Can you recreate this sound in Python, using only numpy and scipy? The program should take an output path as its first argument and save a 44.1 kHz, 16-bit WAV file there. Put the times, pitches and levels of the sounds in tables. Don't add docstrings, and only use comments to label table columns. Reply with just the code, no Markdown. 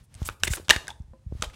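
import sys
import numpy as np
from scipy import signal
from scipy.fft import rfft, irfft
from scipy.io import wavfile
from scipy.ndimage import uniform_filter1d

SR = 44100
rng = np.random.default_rng(int(sys.argv[2]) if len(sys.argv) > 2 else 0)


def invert_db(level):
    return 10 ** (np.asarray(level, dtype=float) / 20)


def wrap_up_sound(samples):
    columns = np.atleast_2d(samples).T
    tamed = np.clip(columns, -1, 1)
    steps = np.round(tamed * 32767).astype(np.int16)
    wavfile.write(sys.argv[1], SR, steps)


N = 68355

# pitch_hz, level_db
AIR_SPECTRUM = [(20, -25), (50, -1), (120, 4.5), (300, -20), (1000, -22.5), (3000, -31.5), (9000, -29),
                (16000, -49.5)]
# start_s, level_db
HAND_MOTION = [(0, -63), (0.071, -81), (0.141, -62.5), (.22, -55), (.33, -55), (0.388, -100), (0.406, -62),
               (0.598, -55.5), (.68, -86), (.85, -63.5), (0.949, -73), (1.05, -77.5), (1.27, -78),
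               (1.369, -61), (1.401, -59), (1.459, -58), (1.55, -73)]
# pitch_hz, level_db
CLOTH_SPECTRUM = [(200, -38.5), (500, -7), (1200, -7), (3000, -10.5), (6000, -15), (10000, -20),
                  (16000, -29.5)]
# start_s, step_db, rise_s, direction (+1 or -1)
PRESSURE_STEPS = [(.2174, -17.5, .0045, -1), (.2183, -23, .001, -1), (1.0008, -22.5, .005, -1),
                  (1.0385, -30.5, .012, 1), (.4935, -21.5, .0093, -1), (.503, -11.5, .006, -1),
                  (.503, -11, .02, 1), (1.2628, -19, .0066, -1), (1.3232, -24, .001, 1),
                  (1.324, -26, .002, -1), (1.3507, -29, .0022, 1), (1.395, -24.5, .006, 1),
                  (1.4585, -15.5, .0167, 1), (.003, -32, .008, -1), (.153, -36, .005, 1),
                  (.26, -28, .008, 1), (.2875, -30, .003, 1), (.299, -28, .006, -1), (.418, -28, .008, -1),
                  (.433, -24, .003, 1), (.454, -23, .01, 1), (.478, -24, .003, -1), (.683, -28, .004, -1),
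                  (.6942, -26, .002, -1), (.7045, -24, .003, 1), (.7605, -18, .004, 1),
                  (1.08, -33, .008, -1), (1.107, -32, .01, -1), (1.2965, -26, .008, -1),
                  (1.319, -24, .006, 1), (1.347, -26, .006, 1), (1.4205, -28, .003, 1),
                  (1.4255, -27, .003, 1)]
# pitch_hz, t60_s
ROOM_DECAY = [(250, 0.69), (700, 0.56), (1800, .28), (5000, 0.33), (14000, 0.34)]
# pitch_hz, level_db, t60_s
TABLE_MODES = [(230, 0.5, 0.074), (337.8, -11, 0.2), (525.5, -1, 0.13), (626, -15, 0.13),
               (1014, -12.5, 0.16)]
# pitch_hz, level_db
SCRAPE_SPECTRUM = [(100, -25), (250, -3.5), (700, -7.5), (1500, -9.5), (3500, -12), (6000, -13.5),
                   (10000, -18), (16000, -34.5)]
# start_s, length_s, level_db, pitch_hz, peak_place (0-1)
SCRAPES = [(0.281, 0.031, -58, 2000, 0.12), (.437, 0.032, -38.5, 1890, 0.22),
           (0.472, .013, -28.5, 2080, 0.4), (.565, 0.029, -39, 350, 0.11), (1.421, 0.048, -39, 600, 0.074),
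           (.7025, 0.0097, -9.5, 3230, .6), (0.7063, 0.005, -12.5, 1600, 0.77),
           (0.7103, 0.05, -30.5, 1703, .08), (.889, 0.036, -46.5, 900, 0.27),
           (1.432, 0.017, -37, 2850, 0.79), (1.529, 0.025, -51, 2570, 0.62)]
# pitch_hz, level_db
PAPER_SPECTRUM = [(200, -31), (600, -12.5), (2000, -10.5), (5000, -8.5), (10000, -9), (14000, -11.5),
                  (16500, -19.5)]
# start_s, length_s, level_db, pitch_hz, peak_place (0-1)
SLIDES = [(0.028, 0.035, -67.5, 9500, .5), (0.398, 0.015, -59, 5000, 0.05), (0.193, .06, -57, 6000, 0.67),
          (0.247, 0.031, -37, 8200, 0.42), (0.27, .018, -37, 11000, 0.3), (0.431, 0.03, -33, 8000, 0.63),
          (0.467, 0.022, -36.5, 8000, 0.47), (0.494, .05, -33.5, 7300, 0.8), (0.523, 0.042, -34.5, 9500, 1),
          (1.421, 0.035, -50, 4930, 0.3), (0.751, 0.027, -51, 9000, .25)]
# start_s, peak_db, pitch_hz, rise_s, damping_s
AIR_POCKETS = [(.7036, -8, 2750, .0028, .003), (.7072, -2, 1800, .0028, .0022),
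               (.7045, -15, 3480, .002, .005), (.706, -16, 4530, .002, .004),
               (.6995, -15, 5800, .001, .003), (.7125, -19, 3300, .0006, .005),
               (.714, -29, 885, .004, .014), (.7245, -27, 1900, .004, .007), (.733, -26, 1800, .003, .006),
               (.727, -34, 3530, .003, .007), (.7622, -28, 4600, .001, .004),
               (.7075, -14, 1500, .002, .003), (.8812, -29, 1620, .0015, .006),
               (.881, -35, 3600, .001, .003), (.8905, -39, 860, .002, .005), (.891, -41, 1550, .002, .004),
               (.8707, -44, 5200, .0008, .003), (.9038, -33, 3550, .001, .0045),
               (.9036, -37, 850, .001, .003), (.91, -41, 900, .003, .012), (.926, -49, 3550, .002, .004),
               (1.4225, -25, 1270, .002, .005), (1.4222, -27, 6500, .0006, .003),
               (1.313, -53, 560, .002, .006), (.4755, -24, 2050, .002, .008),
               (.476, -27, 3700, .0015, .004), (1.443, -37, 3800, .003, .005),
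               (1.447, -38, 3200, .003, .006), (.4349, -13, 1680, .0006, .004),
               (.4349, -11, 2900, .0005, .003), (.4349, -16, 4100, .0004, .003),
               (.478, -33, 380, .003, .008), (.597, -37, 390, .002, .005), (.5355, -24, 1650, .001, .005),
               (.505, -33, 2030, .002, .004), (.255, -44, 8100, .006, .01)]
# start_s, peak_db, pitch_hz, t60_s,
# edge_db
SMALL_SNAPS = [(0.1424, -33, 10600, 0.0045, -29), (.151, -33.5, 8600, 0.016, -15),
               (.2185, -38, 650, .003, -35), (1.3235, -46, 650, .003, -60), (1.134, -52.5, 790, 0.03, -30),
               (0.2292, -34, 3150, 0.022, -20), (0.5064, -52.5, 1967, 0.012, -10),
               (0.5721, -28.5, 1190, 0.013, -3), (.578, -34.5, 882, .02, -28.5),
               (.599, -40, 648.8, 0.009, -24), (.607, -43, 3570, 0.011, -7.5),
               (0.6465, -47.5, 4240, 0.13, -8), (0.6832, -24, 1500, 0.013, -7),
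               (.843, -38, 1900, .012, -8), (.8707, -30.5, 1740, 0.011, -8),
               (.889, -30.5, 2500, 0.026, -3), (.9039, -31, 3450, .015, -4), (.996, -57, 4000, .01, 1),
               (1.021, -54.5, 7070, 0.0052, 7), (1.4105, -41.5, 3940, 0.037, -1.5),
               (1.499, -40.5, 2020, 0.047, -5)]
# start_s, peak_db, pitch_hz, t60_s, edge_db
EDGE_SNAPS = [(0.2887, -16, 1204, 0.0097, -15), (0.297, -25.5, 1276, 0.026, -9),
              (0.4352, -1.5, 3060, 0.004, 3.5), (0.4349, -19.5, 1704, 0.012, -4),
              (.472, -20, 2105, 0.019, -11), (0.5352, -17.5, 1900, .016, -9.5),
              (0.6942, -2, 3186, 0.006, -8), (0.6993, 1.5, 2700, 0.022, -3),
              (0.7628, -11, 1763, 0.022, -7.5), (0.8809, -19.5, 1776, .01, 2.5),
              (1.4223, -15, 1270, .016, -2), (1.4252, -9, 3100, .0025, -11), (1.4362, -27, 900, 0.028, -18)]


def evened(x):
    return x / np.sqrt(np.mean(x ** 2) + 1e-20)


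def read_curve(points, hz):
    f, value = np.transpose(points)
    return np.interp(np.log(hz + 1), np.log(f + 1), value)


def add(mix, start_s, sound):
    part = mix[round(start_s * SR):][:len(sound)]
    part += sound[:len(part)]


def colour(noise, spectrum):
    gain = invert_db(read_curve(spectrum, np.fft.rfftfreq(len(noise), 1 / SR)))
    return evened(irfft(rfft(noise) * gain, len(noise)))


def resonate(x, hz, width_hz):
    r = np.exp(-np.pi * width_hz / SR)
    angle = 2 * np.pi * min(hz, SR / 2.5) / SR
    return signal.lfilter([1 - r, 0, r - 1], [1, -2 * r * np.cos(angle), r * r], x)


def gritty(count, grit_db):
    flicker = evened(uniform_filter1d(rng.standard_normal(count), 30))
    return rng.standard_normal(count) * invert_db(grit_db * flicker)


def room_tone():
    return invert_db(-67) * colour(rng.standard_normal(N), AIR_SPECTRUM)


def rustle():
    level = invert_db(np.interp(np.arange(N) / SR, *np.transpose(HAND_MOTION)))
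    rumble_hz, rumble_db = 77.4, 11.5
    low = rng.standard_normal(N)
    for _ in range(2):
        low = resonate(low, rumble_hz / 2, rumble_hz)
    hiss = level * colour(gritty(N, grit_db=0.0), CLOTH_SPECTRUM)
    return hiss + invert_db(rumble_db - 32) * np.sqrt(level) * evened(low)


def thumps():
    slope = np.zeros(N)
    for start_s, step_db, rise_s, direction in PRESSURE_STEPS:
        bump = np.sin(np.pi * np.arange(0, rise_s, 1 / SR) / rise_s) ** 2
        add(slope, start_s, direction * invert_db(step_db) * bump / bump.sum())
    return np.cumsum(slope)


def room(x):
    gap = 20
    taps, at = np.zeros(SR // 2), np.arange(120, SR // 2 - gap, gap)
    taps[at + rng.integers(0, gap, len(at))] = rng.choice([-1., 1.], len(at))
    hz, t, bands = signal.stft(taps, SR, nperseg=256)
    decay = invert_db(-60 * t / read_curve(ROOM_DECAY, hz)[:, None])
    tail = signal.istft(bands * decay, SR, nperseg=256)[1]
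    return signal.fftconvolve(x, tail / np.linalg.norm(tail))[:N]


def table_knock():
    t = np.arange(8000) / SR
    knock = np.zeros(len(t))
    for hz, db, t60 in TABLE_MODES:
        knock += invert_db(db - 60 * t / t60) * np.sin(2 * np.pi * hz * t)
    return invert_db(-48) * knock


def rub(length_s, level_db, hz, peak_place, width, spectrum, wash_db, grit_db):
    noise = gritty(4410, grit_db)
    body = evened(resonate(noise, hz, width * hz))
    x = evened(body + invert_db(wash_db) * colour(noise, spectrum))
    u = np.arange(0, length_s, 1 / SR) / length_s
    peak = np.clip(peak_place, .05, .95)
    swell = np.sin(np.pi / 2 * np.minimum(u / peak, (1 - u) / (1 - peak)))
    return invert_db(level_db) * x[:len(u)] * swell


def scrape(*row):
    return rub(*row, width=0.45, spectrum=SCRAPE_SPECTRUM, wash_db=0.5, grit_db=2.0)


def slide(*row):
    return rub(*row, width=0.19, spectrum=PAPER_SPECTRUM, wash_db=-2, grit_db=-1.5)


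def air_pocket(peak_db, hz, rise_s, damping_s):
    sag, wobble = .03, .03
    t = np.arange(0, rise_s + damping_s, 1 / SR)
    shake = wobble * evened(uniform_filter1d(rng.standard_normal(3000), 60))[:len(t)]
    fall = sag * (1 - 2 * np.minimum(t / (2 * rise_s), 1))
    turns = np.cumsum(hz * (1 + shake + fall)) / SR
    rising = np.sin(np.pi / 2 * t / rise_s)
    dying = np.cos(np.pi / 2 * (t - rise_s) / damping_s) ** 2
    return invert_db(peak_db) * np.where(t < rise_s, rising, dying) * np.sin(2 * np.pi * turns)


def snap(peak_db, hz, t60_s, edge_db):
    top_hz = 11000
    width = 0.45 * hz
    t = np.arange(4000) / SR
    drive = rng.standard_normal(len(t)) * invert_db(-60 * t / t60_s)
    drive[1] -= 6.0
    drive = signal.lfilter(*signal.butter(2, top_hz, fs=SR), drive)
    bending = evened(resonate(drive, hz, width))
    bending = bending + invert_db(-10.5) * evened(resonate(drive, 1.9 * hz, width))
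    bending = evened(signal.lfilter(*signal.butter(3, min(3.2 * hz, top_hz), fs=SR), bending))
    crack = evened(resonate(drive * invert_db(-30 * t / t60_s), 5500, 4200))
    push = evened(resonate(resonate(drive, 0.24 * hz, .5 * hz), 0.11 * hz, .5 * hz))
    x = bending + invert_db(edge_db) * crack + invert_db(-10.5) * push
    return invert_db(peak_db) * x / abs(x).max()


def cards():
    mix = np.zeros(N)
    add(mix, 1.134, table_knock())
    for source, events in [(scrape, SCRAPES), (slide, SLIDES), (air_pocket, AIR_POCKETS),
                           (snap, SMALL_SNAPS), (snap, EDGE_SNAPS)]:
        for start_s, *row in events:
            add(mix, start_s, source(*row))
    return mix


def scene():
    direct = cards()
    return (room_tone() + rustle() + thumps() + invert_db(-16) * room(direct) + direct)[None]


def band_limit(x):
    return signal.sosfilt(signal.butter(12, 16870, fs=SR, output="sos"), x)


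def record(dry):
    corner, q = 2 * np.pi * 68, 1.45
    b, a = signal.bilinear([1, 0, 0], [1, corner / q, corner ** 2], SR)
    x = signal.lfilter(b, a, dry)
    x = signal.sosfilt(signal.butter(4, 25, "high", fs=SR, output="sos"), x)
    x = np.tanh(x)
    x = signal.oaconvolve(x, signal.firwin(255, 16100, fs=SR)[None], "same")
    return band_limit(x)


dry = scene()
out = record(dry)
wrap_up_sound(out)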